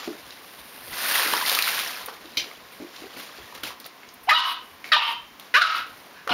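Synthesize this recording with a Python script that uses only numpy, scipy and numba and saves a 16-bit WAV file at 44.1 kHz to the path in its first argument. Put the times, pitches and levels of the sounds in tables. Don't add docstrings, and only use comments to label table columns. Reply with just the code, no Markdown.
import sys
import numpy as np
from scipy import signal
from scipy.fft import rfft, irfft, next_fast_len
from scipy.io import wavfile
from scipy.ndimage import uniform_filter1d
from numba import njit

SR = 44100
rng = np.random.default_rng(int(sys.argv[2]) if len(sys.argv) > 2 else 0)


def generate_wav(sig):
    pcm = np.round(np.clip(np.atleast_2d(sig).T, -1, 1) * 32767).astype(np.int16)
    wavfile.write(sys.argv[1], SR, pcm)


N = 279153

# freq_hz, level_db (per Hz)
HUSH_SPECTRUM = [(15, -47), (25, -30), (259, -1.5), (651, -6), (726, -0.5), (787, -4.5), (1060, 2),
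                 (1250, -3.5), (2150, -4.5), (5720, -14), (7920, -23.5), (12900, -20), (15200, -17),
                 (16500, -29)]
HUSH_LEVEL_DB = -49.5

# start_s, level_db, treble_db (against level_db)
RUBBING_LEVELS = [(0.0, -33.5, -16), (.07, -41.5, -12), (.18, -48, -7), (.7, -49.5, -2.5), (.91, -43.5, -1),
                  (0.934, -34.5, -5.5), (1.1, -26, -3), (1.2, -20.5, -5), (1.3, -25, -5), (1.35, -24.5, -6),
                  (1.44, -28, -5.5), (1.52, -21.5, -5), (1.63, -31, -2.5), (1.68, -24.5, -5),
                  (1.72, -30.5, -4.5), (1.81, -29, -6.5), (2.06, -41.5, -8), (2.2, -51.5, -7.5),
                  (2.5, -45.5, -9.5), (2.62, -52.5, -9), (3.4, -45, -11), (3.75, -60, -4), (4.25, -74, 6)]
# freq_hz, level_db (per Hz)
RUBBING_SPECTRUM = [(290, -113), (500, -14.5), (852, -3), (976, -2.5), (1610, -0.5), (2110, -2.5),
                    (4260, -2.5), (6700, -10.5), (7500, -10), (9750, -130), (16500, -120)]
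# start_s, length_s (up to the final fade), body_db, treble_db
SCUFFS = [(2.712, 0.052, -50, -49), (2.928, 0.13, -46, -56), (3.162, .09, -38.5, -45),
          (3.54, .05, -41.5, -52), (3.63, 0.079, -32.5, -42.5), (3.799, 0.028, -50, -54),
          (3.849, 0.021, -43, -59), (3.996, .1, -53.5, -68), (4.23, 0.031, -63, -49),
          (4.29, 0.23, -52, -40.5), (4.446, .08, -46, -42.5), (4.622, 0.2, -64, -59),
          (4.84, 0.086, -44, -54), (4.94, 0.087, -52, -58), (5.024, 0.11, -38, -44), (5.39, 0.13, -50, -58),
          (5.556, 0.18, -46, -38), (5.748, 0.063, -39, -46), (5.858, 0.28, -51, -56.5),
          (6.095, 0.13, -56, -73)]
SCUFF_RISE_S, SCUFF_SAG_DB, SCUFF_FADE_S = 0.0091, -9, 0.045
HOLLOW_DB, HOLLOW_SHARE = -35.5, 0.41
RUMBLE_DB, RUMBLE_LUMPS_DB = -71.5, 5.0

# start_s, peak_db, pitch_hz
THUDS = [(0.076, -21, 323), (0.878, -39, 450), (0.92, -39, 109), (2.041, -52, 100), (1.202, -24.5, 480),
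         (1.25, -27, 346), (1.329, -28, 340), (1.517, -26.5, 507), (1.679, -38, 495), (1.976, -41.5, 526),
         (2.078, -36.5, 494), (2.242, -39.5, 306), (2.376, -36, 350), (2.46, -38, 393), (2.801, -31.5, 318),
         (2.822, -34.5, 310), (3.02, -34.5, 340), (3.039, -34.5, 370), (3.166, -35.5, 280),
         (3.384, -39.5, 362), (3.55, -45, 495), (3.634, -35.5, 262), (5.54, -30.5, 470), (6.272, -29, 500),
         (6.307, -28, 242)]
THUD_T60_S, THUD_T60_S_PER_DB = .3, .004

# start_s, peak_db, centre_hz, treble_peak_db
CLICKS = [(0.307, -25.5, 4120, -50), (0.881, -30, 3700, -37), (1.062, -18, 2340, -31),
          (1.111, -14, 1670, -30), (1.197, -8.5, 1600, -23), (1.234, -9.5, 2230, -27),
          (1.337, -10, 1160, -29), (1.462, -12, 4130, -29), (1.496, -6, 4200, -7), (1.55, -7.5, 3940, -11),
          (1.589, -6, 2540, -7.5), (1.624, -6.5, 4300, -7), (1.679, -15.5, 2220, -12),
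          (1.791, -12.5, 3020, -18), (1.973, -26, 1450, -30), (2.061, -33.5, 2070, -15.5),
          (2.085, -21.5, 970, -49), (2.257, -32, 3330, -54), (2.399, -14, 2970, -43),
          (2.963, -27, 3530, -48), (3.212, -28, 4000, -49), (3.525, -32, 1020, -50),
          (3.635, -19, 3420, -19), (3.678, -25, 3300, -35), (3.705, -29.5, 1030, -43),
          (3.801, -30, 4170, -28), (3.844, -26.5, 3960, -52), (3.851, -36, 4700, -37),
          (3.864, -43, 3560, -22.5), (4.033, -33, 2010, -59), (4.089, -33, 5600, -46),
          (4.141, -51, 1040, -28), (4.843, -23.5, 2080, -54), (4.877, -33, 2320, -38),
          (5.398, -29, 3530, -26.5), (6.106, -45, 3750, -60), (6.276, -17.5, 1270, -29)]
CLICK_T60_S, SNAP_HEIGHT, RATTLE_HEIGHT = .032, 2.8, .3

# start_s, level_db, t60_s
KNOCK = (2.371, -19, 0.2)
# freq_hz, width_hz (each of two passes), level_db (ahead of width scaling)
WALL_MODES = [(1500, 2700, -14), (2320, 470, 0.5), (3100, 380, 2.5), (4000, 490, 2.5), (4360, 800, 1.5),
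              (4870, 380, 0), (5700, 540, -2.5), (11500, 15000, -15.5)]

# start_s, effort_db, pitch_hz, roughness (clipped to 0-1),
# mouth_hz, throat_hz, throat_db (against the mouth)
YAPS = [
    [(4.272, -41, 673.7, 0.26, 760, 2780, 4), (4.288, -20, 796, 0.27, 790, 2750, -1),
     (4.295, -9, 988, 0.77, 1820, 3400, -17), (4.303, -14.5, 978, 0.68, 1950, 3270, -1),
     (4.306, -14, 595, 0.83, 1740, 2470, 3), (4.318, -8, 611.3, 0.1, 1280, 2450, -12),
     (4.337, -9, 655, 0.4, 1250, 4000, -5), (4.342, -14.5, 952, .6, 1330, 3850, -2),
     (4.366, -7, 981, 0.37, 1340, 3100, 14), (4.385, -10, 970, 0.92, 1190, 3420, -8),
     (4.41, -14.5, 940, 0.98, 1210, 3500, -7)],
    [(4.918, -15, 637.3, 0.4, 1710, 4760, -5), (4.932, -10, 608.8, 0.75, 1510, 3180, -0.5),
     (4.962, -13, 599.2, 0.51, 1180, 3670, -3), (4.966, -9, 934, 0.45, 980, 3380, 8),
     (4.985, -12.5, 937.4, 0.83, 990, 3400, -6), (4.995, -17, 905, 0.62, 1100, 2690, 13),
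     (5.025, -18.5, 960, 0.9, 1220, 2900, -1), (5.04, -27, 1039, 0.28, 1260, 3100, 16),
     (5.07, -35.5, 1039, 0.07, 1280, 3200, 18), (5.078, -30.5, 922, 0.35, 1010, 2760, 17),
     (5.13, -60, 890, 1.2, 995, 2740, 0)],
    [(5.54, -16.5, 469.6, 0.52, 1960, 4000, -16), (5.552, -11, 495.6, 0.56, 1690, 2590, -7.5),
     (5.585, -7, 628.8, 0.3, 1190, 3820, -12), (5.6, -27, 684.6, 0.65, 1410, 3200, -14),
     (5.62, -3, 740, 0.71, 1570, 3900, -10), (5.634, -8, 658.6, 0.54, 1360, 4000, -13),
     (5.68, -17, 606, 1.07, 1260, 3100, -8.5)],
    [(6.142, -54, 1500, 0.84, 1540, 2800, -12), (6.175, -49, 1630, 0.94, 1620, 2780, -12),
     (6.215, -52, 1650, 0.8, 1630, 2800, -10), (6.235, -66, 1600, 0.4, 1600, 2800, -10)],
    [(6.293, -23, 707, 0.56, 1240, 3050, -8), (6.306, -25.5, 731, 0.84, 990, 3480, -1),
     (6.335, -19, 702, 0.63, 950, 2160, 2)],
]
# mouth_width_hz, throat_width_hz
VOICE_WIDTHS = (620, 980)
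# freq_hz, width_hz (each of two passes), level_db (against the mouth)
NOSE = [(2200, 1400, -14), (3950, 600, -10), (5100, 1200, -17), (12000, 9000, -36)]
# freq_hz, width_hz, level_db
RINGS = [(2938, 5, 9), (3118, 5, 8)]

# freq_hz, t60_s
ROOM_DECAY = [(250, 0.19), (1000, 0.38), (3000, 0.36), (6000, 0.33), (12000, 0.044)]
# freq_hz, half_width_hz, depth_db
RECORDER_NULL = (7920, 260, -30)
EDGE_HZ = 15780


def gain_of(db):
    return 10 ** (np.asarray(db) / 20)


def evened(x):
    return x / np.sqrt(np.mean(x ** 2) + 1e-20)


def read(points, hz):
    f, value = np.transpose(points)
    return np.interp(np.log(hz + 1), np.log(f + 1), value)


def add(mix, start_s, sound):
    part = mix[max(round(start_s * SR), 0):][:len(sound)]
    part += sound[:len(part)]


def coloured(x, db_of_hz):
    size = next_fast_len(len(x))
    gain = gain_of(db_of_hz(np.fft.rfftfreq(size, 1 / SR)))
    return irfft(rfft(x, size) * gain, size)[:len(x)]


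def band(x, lo_hz, hi_hz):
    sos = signal.butter(3, [lo_hz, hi_hz], "band", fs=SR, output="sos")
    return evened(signal.sosfilt(sos, x))


def resonate(x, hz, width_hz):
    turn = np.exp(2j * np.pi * np.cumsum(hz * np.ones(len(x))) / SR)
    r = np.exp(-np.pi * width_hz / SR)
    return 2 * (turn * signal.lfilter([1 - r], [1, -r], x / turn + 1e-18)).real


def resonate_twice(x, hz, width_hz):
    return resonate(resonate(x, hz, width_hz), hz, width_hz)


def slow_noise(smooth_samples):
    once = uniform_filter1d(rng.standard_normal(N), size=smooth_samples)
    return evened(uniform_filter1d(once, size=smooth_samples))


def hush():
    noise = coloured(rng.standard_normal(N), lambda hz: read(HUSH_SPECTRUM, hz))
    return gain_of(HUSH_LEVEL_DB) * evened(noise)


def creases():
    out, t = np.zeros(N), np.arange(700) / SR
    for hz in np.geomspace(1000, 5500, num=18):
        happens = rng.random(N) < 40 / SR
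        size = gain_of(4.3 * np.minimum(rng.exponential(1, N), 4)) * happens
        ring = np.sqrt(hz) * np.sin(2 * np.pi * hz * t)
        ring *= np.exp(-t * hz / 5) * (1 - np.exp(-t / .0005))
        out += signal.oaconvolve(size, ring)[:N]
    return evened(out)


def rubbing():
    t = np.arange(N) / SR
    clumps, lumps = slow_noise(700), slow_noise(3000)
    size = gain_of(0.52 * np.minimum(rng.exponential(1, N), 5) + 1.23 * clumps)
    happens = rng.random(N) < 9000 / SR
    slips = size * rng.standard_normal(N) * happens

    grain = evened(coloured(slips, lambda hz: read(RUBBING_SPECTRUM, hz)))
    body = evened(grain + 0.63 * creases())
    treble = band(slips, 8780, 14950)
    hollow = band(slips, 195, 936)
    rumble = band(slips, 36, 126)

    start_s, level_db, treble_db = np.transpose(RUBBING_LEVELS)
    body_power = gain_of(np.interp(t, start_s, level_db)) ** 2
    treble_power = gain_of(np.interp(t, start_s, level_db + treble_db)) ** 2

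    for start_s, length_s, scuff_db, hiss_db in SCUFFS:
        times = [0, SCUFF_RISE_S, length_s, length_s + SCUFF_FADE_S]
        shape = np.interp(t - start_s, times, [0, 1, gain_of(SCUFF_SAG_DB), 0])
        body_power = body_power + (gain_of(scuff_db) * shape) ** 2
        treble_power = treble_power + (gain_of(hiss_db) * shape) ** 2

    low = gain_of(HOLLOW_DB) * body_power ** (HOLLOW_SHARE / 2) * hollow
    low = low + gain_of(RUMBLE_DB + RUMBLE_LUMPS_DB * lumps) * rumble
    return np.sqrt(body_power) * body + np.sqrt(treble_power) * treble + low


def thuds():
    out, t = np.zeros(N), np.arange(8000) / SR
    for start_s, peak_db, pitch_hz in THUDS:
        t60_s = max(THUD_T60_S + THUD_T60_S_PER_DB * peak_db, .02)
        blow = (rng.standard_normal(len(t)) + 16.0 * (t == 0)) * gain_of(-60 * t / t60_s)
        ring = 0
        for ratio, gain in ((1, 1), (1.7, 0.35)):
            hz = ratio * pitch_hz
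            ring = ring + gain * resonate(resonate(blow, hz, 103.0), hz, 320.0)
        add(out, start_s, gain_of(peak_db) * ring / abs(ring).max())
    return out


def clicks():
    out, t = np.zeros(N), np.arange(2500) / SR
    for start_s, peak_db, centre_hz, treble_peak_db in CLICKS:
        rattle = RATTLE_HEIGHT * rng.standard_normal(len(t))
        burst = (rattle + (t == 0) * SNAP_HEIGHT) * gain_of(-60 * t / CLICK_T60_S)
        low = band(resonate(burst, centre_hz, 0.29 * centre_hz), 390, 6300)
        high = band(burst, 9600, 17300)
        click = gain_of(peak_db) * low / abs(low).max()
        add(out, start_s, click + gain_of(treble_peak_db) * high / abs(high).max())
    return out


def knock():
    start_s, level_db, t60_s = KNOCK
    t, out = np.arange(12000) / SR, np.zeros(N)
    taps = t * 900 % 1 < .15
    chatter = rng.standard_normal(len(t)) * (1 + 1.04 * np.exp(-t / 0.012) * taps)
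    ring = 0
    for hz, width_hz, mode_db in WALL_MODES:
        ring = ring + gain_of(mode_db) * resonate_twice(chatter, hz, width_hz) / np.sqrt(width_hz)
    add(out, start_s, gain_of(level_db - 60 * t / t60_s) * evened(ring))
    return out


def yap(rows):
    start_s, *columns = np.transpose(rows)
    t = np.arange(start_s[0], start_s[-1], 1 / SR)
    tracks = (np.interp(t, start_s, column) for column in columns)
    effort_db, pitch_hz, rough, mouth_hz, throat_hz, throat_db = tracks
    rough = np.clip(rough, 0, 1)
    wobble = evened(uniform_filter1d(rng.standard_normal(len(t)), size=120))
    flutter = evened(uniform_filter1d(rng.standard_normal(len(t)), size=120))

    turns = np.cumsum(pitch_hz * (1 + .045 * rough * wobble)) / SR
    tilt = np.clip((5.0 - effort_db) / 21.7, 0, 2)
    folds = sum(np.cos(2 * np.pi * k * turns) / k ** tilt for k in range(1, 13))
    puffs = (1.1 + np.exp(-(turns % 1) / 1.1)) * rng.standard_normal(len(t))
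    drive = (1 - rough) * evened(folds) + .7 * rough * evened(puffs)

    mouth_width_hz, throat_width_hz = VOICE_WIDTHS
    cavities = [(mouth_hz, mouth_width_hz, 0), (throat_hz, throat_width_hz, throat_db)] + NOSE
    voice = 0
    for k, (hz, width_hz, level_db) in enumerate(cavities):
        polarity = (-1) ** k
        voice = voice + polarity * gain_of(level_db) * resonate_twice(drive, hz, width_hz)
    voice = band(voice, 750, 14000)

    loudness = np.sqrt(uniform_filter1d(voice ** 2, size=400) + 1e-9)
    onset = np.minimum(1, (t - start_s[0]) / 0.00046)
    return start_s[0], gain_of(effort_db + 2.0 * rough * flutter) * voice / loudness * onset


def room(x):
    taps = np.zeros(SR)
    at = np.arange(300, SR - 12, 12)
    taps[at + rng.integers(0, 12, len(at))] = rng.choice([-1., 1.], len(at))
    hz, t, z = signal.stft(taps, SR, nperseg=256)
    decay = gain_of(-60 * t / read(ROOM_DECAY, hz)[:, None])
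    tail = signal.istft(z * decay, SR, nperseg=256)[1]
    return signal.fftconvolve(x, tail / np.linalg.norm(tail))[:N]


def scene():
    background = hush() + rubbing()
    small = thuds() + clicks()
    rocking = knock()
    puppy = np.zeros(N)
    for rows in YAPS:
        add(puppy, *yap(rows))
    rings = sum(gain_of(db) * resonate(puppy, hz, width_hz) for hz, width_hz, db in RINGS)
    wet = room(gain_of(-5.0) * puppy + gain_of(-7.0) * small + gain_of(-28.0) * rocking)
    return (background + small + rocking + puppy + rings + wet)[None]


@njit
def follow(over_db, press, release):
    out, now = np.empty_like(over_db), 0.
    for i in range(len(over_db)):
        now += (over_db[i] - now) * (press if over_db[i] > now else release)
        out[i] = now
    return out


def record(dry):
    power = signal.lfilter([.004], [1, -.996], dry[0] ** 2)
    over_db = np.maximum(10 * np.log10(power + 1e-12) + 24, 0)
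    cut_db = 0.98 * follow(over_db, 1 / (0.038 * SR), 1 / (0.0039 * SR))
    x = 0.91 * np.tanh(dry[0] / gain_of(cut_db) / 0.89)
    null_hz, half_width_hz, depth_db = RECORDER_NULL
    x = coloured(x, lambda hz: depth_db / (1 + ((hz - null_hz) / half_width_hz) ** 4))
    lowpass = signal.firwin(1501, EDGE_HZ, window=("kaiser", 5), fs=SR)
    return signal.oaconvolve(x, lowpass, "same")[None]


dry = scene()
out = record(dry)
generate_wav(out)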